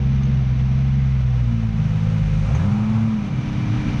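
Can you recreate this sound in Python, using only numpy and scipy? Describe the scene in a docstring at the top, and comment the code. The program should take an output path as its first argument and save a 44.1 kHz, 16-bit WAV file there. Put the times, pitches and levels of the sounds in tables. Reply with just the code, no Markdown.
"""Off-road vehicle on a dirt trail

A six-cylinder engine, heard from the vehicle's own body, drones, sags almost to idle, then revs
and pulls. Its periodic firing gives a harmonic series that booms in the resonant bodywork, while
irregular combustion and rough ground add a rumble. Above these lie the hiss of engine bay and
tyres, a rasp of intake, a faint whine, a few rattles and one suspension thud."""
import sys
import numpy as np
from scipy import signal
from scipy.fft import rfft, irfft
from scipy.io import wavfile
from scipy.ndimage import uniform_filter1d

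SR = 44100
rng = np.random.default_rng(int(sys.argv[2]) if len(sys.argv) > 2 else 0)


def bounce(signal):
    """Save signal as a 16-bit WAV file at the path given by the first command-line argument."""
    frames = np.transpose(np.atleast_2d(signal))
    limited = np.clip(frames, -1, 1)
    pcm = np.round(limited * 32767).astype(np.int16)
    wavfile.write(sys.argv[1], SR, pcm)


N = 176400

# Engine speed: time_s, firing_hz
FIRING_RATE = [(0, 65.44), (.2, 67.43), (.53, 63.6), (.78, 66.5), (1, 67.23), (1.25, 63.4), (1.5, 57.72),
               (1.7, 54.05), (1.85, 51.63), (2.08, 53.61), (2.3, 51.93), (2.43, 50.8), (2.5, 58.26),
               (2.6, 83.18), (2.66, 99.9), (2.76, 105.8), (3.03, 111.2), (3.15, 105.8), (3.3, 98.5),
               (3.78, 100.9), (3.92, 97.5), (4, 93.5)]
# Firing harmonics 1 to 4, each booming and fading: time_s, level_db
HARMONIC_1 = [(0, -22.5), (.55, -24.5), (1, -23.5), (1.45, -22), (1.65, -29.5), (2.16, -33), (2.24, -22),
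              (2.48, -24), (2.68, -19.5), (2.85, -26), (3.02, -20.5), (3.15, -35), (4, -31)]
HARMONIC_2 = [(0, -18.5), (1.1, -18.5), (1.502, -19), (1.8, -26.5), (2.1, -21.5), (2.3, -24.5), (2.66, -22),
              (3.15, -20.5), (3.33, -32), (3.75, -31), (4, -32)]
HARMONIC_3 = [(0, -30), (.3, -30), (.53, -42), (.72, -32), (1, -31), (1.35, -46), (1.52, -31), (1.66, -31),
              (1.8, -22), (2.4, -22.5), (2.55, -40), (3, -52), (3.4, -38), (3.88, -31), (4, -41)]
HARMONIC_4 = [(1.33, -62), (1.43, -37), (1.53, -24.5), (1.85, -31), (2.4, -31.5), (2.6, -51.5)]
# Orders of unequal cylinders under load, ahead of the muffler: crank_order, level_db
UNEVEN_ORDERS = [(2, -43), (4, -33), (5, -32.5), (7, -32), (7.5, -35), (8, -38), (10, -38)]
# Spectra of exhaust rumble and bodywork boom: frequency_hz, relative_db
RUMBLE_SPECTRUM = [(10, -22), (28, -6.5), (50, -0.5), (80, -6), (120, -7.5), (158, -1.5), (188, -8),
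                   (225, -7), (255, -15), (290, -21.5), (400, -29)]
BOOM_SPECTRUM = [(70, -32), (92, -10.5), (106, -7.5), (128, 1.5), (142, -0.5), (156, -15.5), (200, -36.5)]
# Envelopes of rumble, boom, intake rasp and intake whistle: time_s, level_db
RUMBLE_ENVELOPE = [(0, -25.5), (.6, -29), (1.3, -33), (2.05, -33), (2.5, -27), (2.9, -30.5), (3.55, -32),
                   (3.97, -23)]
BOOM_ENVELOPE = [(1.4, -40), (1.65, -27.5), (2.35, -29), (2.53, -22), (2.7, -22), (3.1, -25.5), (3.48, -28),
                 (4, -24.5)]
RASP_ENVELOPE = [(2.47, -62), (2.64, -43.5), (2.8, -44), (2.96, -41.5), (3.22, -54), (3.8, -50)]
WHISTLE_ENVELOPE = [(1.6, -61), (2.9, -56.5), (3.6, -49), (4, -48.5)]
# Envelopes of the three hiss bands: time_s, mids_db, upper_mids_db, treble_db
HISS_ENVELOPES = [(0.1, -45.5, -46, -70), (1.67, -44.5, -47, -66), (1.9, -42, -45, -63),
                  (2.4, -43, -44, -59.5), (2.56, -35.5, -42.5, -58), (2.68, -40, -44.5, -59.5),
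                  (3.26, -42.5, -45, -64), (3.84, -39.5, -40, -60)]
# Spectra of those bands: frequency_hz, relative_db
HISS_MIDS = [(200, -8.5), (300, -2), (600, -1.5), (800, -3.5), (1300, -3.5), (1600, -11.5), (2500, -27)]
HISS_UPPER_MIDS = [(800, -17.5), (1500, -1.5), (2400, -1.5), (3200, -6.5), (4000, -10), (5000, -14.5),
                   (6100, -12), (6600, -23), (7200, -37), (9000, -54.5)]
HISS_TREBLE = [(5000, -1.5), (6500, 10), (7600, 0.5), (9000, -1.5), (10300, -6.5), (11500, -14),
               (13000, -38.5)]
# Drive whine: time_s, pitch_hz, level_db
DRIVE_WHINE = [(0, 492, -57.5), (1.8, 494, -54), (2.03, 523, -46.5), (2.2, 530, -47), (2.6, 530, -46),
               (2.8, 546, -52), (4, 538.5, -59.5)]
# Short rattles of loose fittings and one longer, low suspension thud:
# start_s, ring_hz, width_octaves, level_db, decay_s
RATTLES_AND_THUD = [(.232, 3200, .6, -43, .007), (.233, 6250, .07, -46, .007), (.252, 6300, .07, -51, .007),
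                    (.27, 430, .7, -45, .2), (.595, 2250, .55, -39, .012), (2.548, 2100, .4, -35, .013),
                    (2.549, 6250, .1, -43.5, .016), (2.59, 1600, .2, -35, .018)]
# Booms as the wheels roll over bumps: peak_s, pitch_hz, level_db
BUMP_BOOMS = [(2.55, 138, -19), (3.375, 127, -22), (3.58, 127, -19), (3.715, 113, -21), (3.79, 133, -20)]
# Panel resonances: centre_hz, lift_db
PANEL_MODES = [(380, 4), (484, 3), (690, 3.5), (778, 7.5), (970, 4.5), (1295, 2), (1520, 1), (2110, 4),
               (2390, 2), (2545, 1.5), (2920, 4), (3450, 1.5), (3800, 2)]

BODY_MODES_HZ, BODY_WIDTH_HZ, PANEL_Q = (120, 143, 180, 213), 5, 29
FIRINGS_PER_TURN = 3
TIME_S = np.arange(N) / SR


def amp(db):
    """Amplitude ratio of a level in decibels."""
    return 10 ** (np.asarray(db) / 20)


def unit(x):
    """Normalisation to rms 1."""
    return x / np.sqrt(np.mean(x ** 2) + 1e-20)


def bell(x, centre, width):
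    """Gaussian of height 1, falling to 1/e one width from its centre."""
    return np.exp(-((x - centre) / width) ** 2)


def curve(table, column=1):
    """Linear interpolation of a time table at every sample."""
    rows = np.array(table)
    return np.interp(TIME_S, rows[:, 0], rows[:, column])


def drift(rate_hz):
    """Low-pass Gaussian noise: slow random motion of rms 1."""
    frames = N // 32 + 2
    hz = np.fft.rfftfreq(frames, N / SR / frames)
    slow = irfft(rfft(rng.standard_normal(frames)) * bell(hz, 0, rate_hz), frames)
    return unit(np.interp(np.arange(N), np.linspace(0, N, frames), slow))


def tone(turns, waver, rate_hz):
    """Random amplitude and phase modulation broadens a partial of rms 1."""
    wobble = 1 + waver * (drift(rate_hz) + 1j * drift(rate_hz))
    return unit((wobble * np.exp(2j * np.pi * turns)).real)


def panel_db(hz):
    """Resonance: each panel mode lifts the frequencies near its own."""
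    return sum(lift / (1 + (2 * PANEL_Q * (hz / centre - 1)) ** 2) for centre, lift in PANEL_MODES)


def body_lag(hz):
    """Phase lag in turns: a tone rising through a body resonance falls half a turn behind."""
    return sum(1 + np.tanh((hz - mode) / BODY_WIDTH_HZ) for mode in BODY_MODES_HZ) / 4


def noise(spectrum):
    """Source and filter: white noise shaped by a spectrum and the panel modes, at rms 1."""
    hz = np.fft.rfftfreq(N, 1 / SR) + 1
    points_hz, points_db = np.transpose(spectrum)
    shape_db = np.interp(np.log(hz), np.log(points_hz), points_db) + panel_db(hz)
    rolloff = np.minimum(points_hz[-1] / hz, 1) ** 2
    return unit(irfft(rfft(rng.standard_normal(N)) * amp(shape_db) * rolloff, N))


def hiss(firings):
    """Broadband engine-bay and tyre noise flickers, amplitude-modulated a little by each firing."""
    bands = enumerate([HISS_MIDS, HISS_UPPER_MIDS, HISS_TREBLE], 1)
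    wash = sum(amp(curve(HISS_ENVELOPES, column)) * noise(shape) for column, shape in bands)
    pulsing = unit(1 + 0.06 * np.cos(2 * np.pi * firings))
    flicker_db = 0.61 * drift(rate_hz=40)
    return wash * pulsing * amp(flicker_db)


def drive_whine():
    """A thin, unsteady partial from the drive; its phase is the integral of its pitch."""
    turns = np.cumsum(curve(DRIVE_WHINE)) / SR
    return amp(curve(DRIVE_WHINE, column=2)) * tone(turns, waver=.45, rate_hz=18)


def intake_whistle(pitch_hz=2346):
    """Narrow-band noise: a breathy intake whistle that grows as the engine pulls."""
    return amp(curve(WHISTLE_ENVELOPE)) * tone(pitch_hz * TIME_S, waver=3, rate_hz=70)


def belt_whirr(pitch_hz=2066, level_db=-52):
    """A belt or bearing whirrs briefly; deep modulation spreads its tone into a band."""
    swell = bell(TIME_S, centre=1.07, width=0.26)
    return amp(level_db) * swell * tone(pitch_hz * TIME_S, waver=3, rate_hz=170)


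def rattles_and_thud(skirt_db=-28, rise_s=.002):
    """Damped vibration: short rattles and a longer, low suspension thud decay as bands of noise."""
    out, hz = np.zeros(N), np.fft.rfftfreq(N, 1 / SR) + 1
    for start_s, ring_hz, width, level_db, decay_s in RATTLES_AND_THUD:
        age_s = np.maximum(TIME_S - start_s, 0)
        octaves = np.log2(hz / ring_hz)
        colour = bell(octaves, 0, width) + amp(skirt_db) * np.exp(-2 * octaves ** 2)
        band = unit(irfft(rfft(rng.standard_normal(N)) * colour, N))
        out += amp(level_db) * np.minimum(age_s / rise_s, 1) * np.exp(-age_s / decay_s) * band
    return out


def bumps(swell_s=.042):
    """Transient excitation: each bump swells and fades as one low boom of the bodywork."""
    out = np.zeros(N)
    for peak_s, pitch_hz, level_db in BUMP_BOOMS:
        boom = unit(np.sin(2 * np.pi * (pitch_hz * TIME_S + rng.random())))
        out += amp(level_db) * bell(TIME_S, peak_s, swell_s) * boom
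    return out


def rumble():
    """Random forcing: irregular combustion and rough ground shake the bodywork."""
    exhaust_noise = amp(curve(RUMBLE_ENVELOPE)) * noise(RUMBLE_SPECTRUM)
    body_boom = amp(curve(BOOM_ENVELOPE)) * noise(BOOM_SPECTRUM)
    return exhaust_noise + body_boom


def panel_hum(firings, mode_hz=482, width_hz=28, level_db=-52.5):
    """Sympathetic vibration: a panel hums whenever a firing overtone crosses its resonance."""
    hum = np.zeros(N)
    for harmonic in range(5, 11):
        response = bell(harmonic * curve(FIRING_RATE), mode_hz, width_hz)
        hum += response * tone(harmonic * firings, waver=.45, rate_hz=12)
    return amp(level_db) * hum


def intake_rasp(firings, formant_hz=950, width_octaves=.7):
    """Formant filtering: high crank orders sweep a broad intake resonance and flare at panel modes."""
    crank_hz, rasp = curve(FIRING_RATE) / FIRINGS_PER_TURN, np.zeros(N)
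    for order in range(15, 42):
        hz = order * crank_hz
        gain = bell(np.log2(hz), np.log2(formant_hz), width_octaves) * amp(panel_db(hz))
        turns = order * firings / FIRINGS_PER_TURN + rng.random()
        rasp += gain * tone(turns, waver=0.66, rate_hz=8)
    return amp(curve(RASP_ENVELOPE)) * unit(rasp)


def uneven_cylinders(firings, load_onset_s=(3.1, 3.3), pipe_hz=219, pipe_width_hz=14, muffler_hz=232):
    """Unequal cylinders lengthen the period, adding orders between and below the firing harmonics."""
    load = np.interp(TIME_S, load_onset_s, [0, 1])
    crank_hz, orders = curve(FIRING_RATE) / FIRINGS_PER_TURN, np.zeros(N)
    for order, loaded_db in UNEVEN_ORDERS:
        hz = order * crank_hz
        unloaded_db = -45 + 12 * bell(hz, pipe_hz, pipe_width_hz)  # exhaust-pipe resonance
        level_db = unloaded_db + (loaded_db - unloaded_db) * load
        muffler = 1 / np.sqrt(1 + (hz / muffler_hz) ** 20)
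        turns = order * firings / FIRINGS_PER_TURN + rng.random()
        orders += muffler * amp(level_db) * tone(turns, waver=.25, rate_hz=2.1)
    return orders


def exhaust_drone(firings):
    """Periodic firing gives a harmonic series; phase lag in the body reshapes the chug with speed."""
    drone = np.zeros(N)
    for harmonic, envelope in enumerate([HARMONIC_1, HARMONIC_2, HARMONIC_3, HARMONIC_4], 1):
        turns = harmonic * firings - body_lag(harmonic * curve(FIRING_RATE))
        drone += amp(curve(envelope)) * tone(turns, waver=.05, rate_hz=43)
    return drone


def scene(speed_jitter=.0015, fade_s=.002):
    """Superposition of all sources; one firing phase drives the engine tones and the hiss pulses."""
    firing_hz = curve(FIRING_RATE) * (1 + speed_jitter * drift(rate_hz=6.6))
    firings = np.cumsum(firing_hz) / SR
    mix = exhaust_drone(firings) + uneven_cylinders(firings) + panel_hum(firings) + intake_rasp(firings)
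    mix += rumble() + bumps() + hiss(firings)
    mix += drive_whine() + intake_whistle() + belt_whirr() + rattles_and_thud()
    return (mix * signal.windows.tukey(N, 2 * fade_s * SR / N))[None]


def record(dry):
    """Dynamic range compression: a quick limiter holds down bass peaks, then a low-pass cuts the top."""
    split_hz, threshold_db, window_s, cutoff_hz = 380, -16.5, .024, 15700
    bass = signal.sosfiltfilt(signal.butter(N=4, Wn=split_hz, fs=SR, output="sos"), dry)
    window = int(window_s * SR)
    bass_db = 10 * np.log10(abs(uniform_filter1d(bass ** 2, window)) + 1e-12)
    excess_db = uniform_filter1d(np.maximum(bass_db - threshold_db, 0), window)
    held = dry - bass + bass * amp(-.7 * excess_db)
    lowpass = signal.firwin(511, cutoff_hz, window=("kaiser", 9), fs=SR)
    return signal.oaconvolve(held, lowpass[None], "same")


dry = scene()
out = record(dry)
bounce(out)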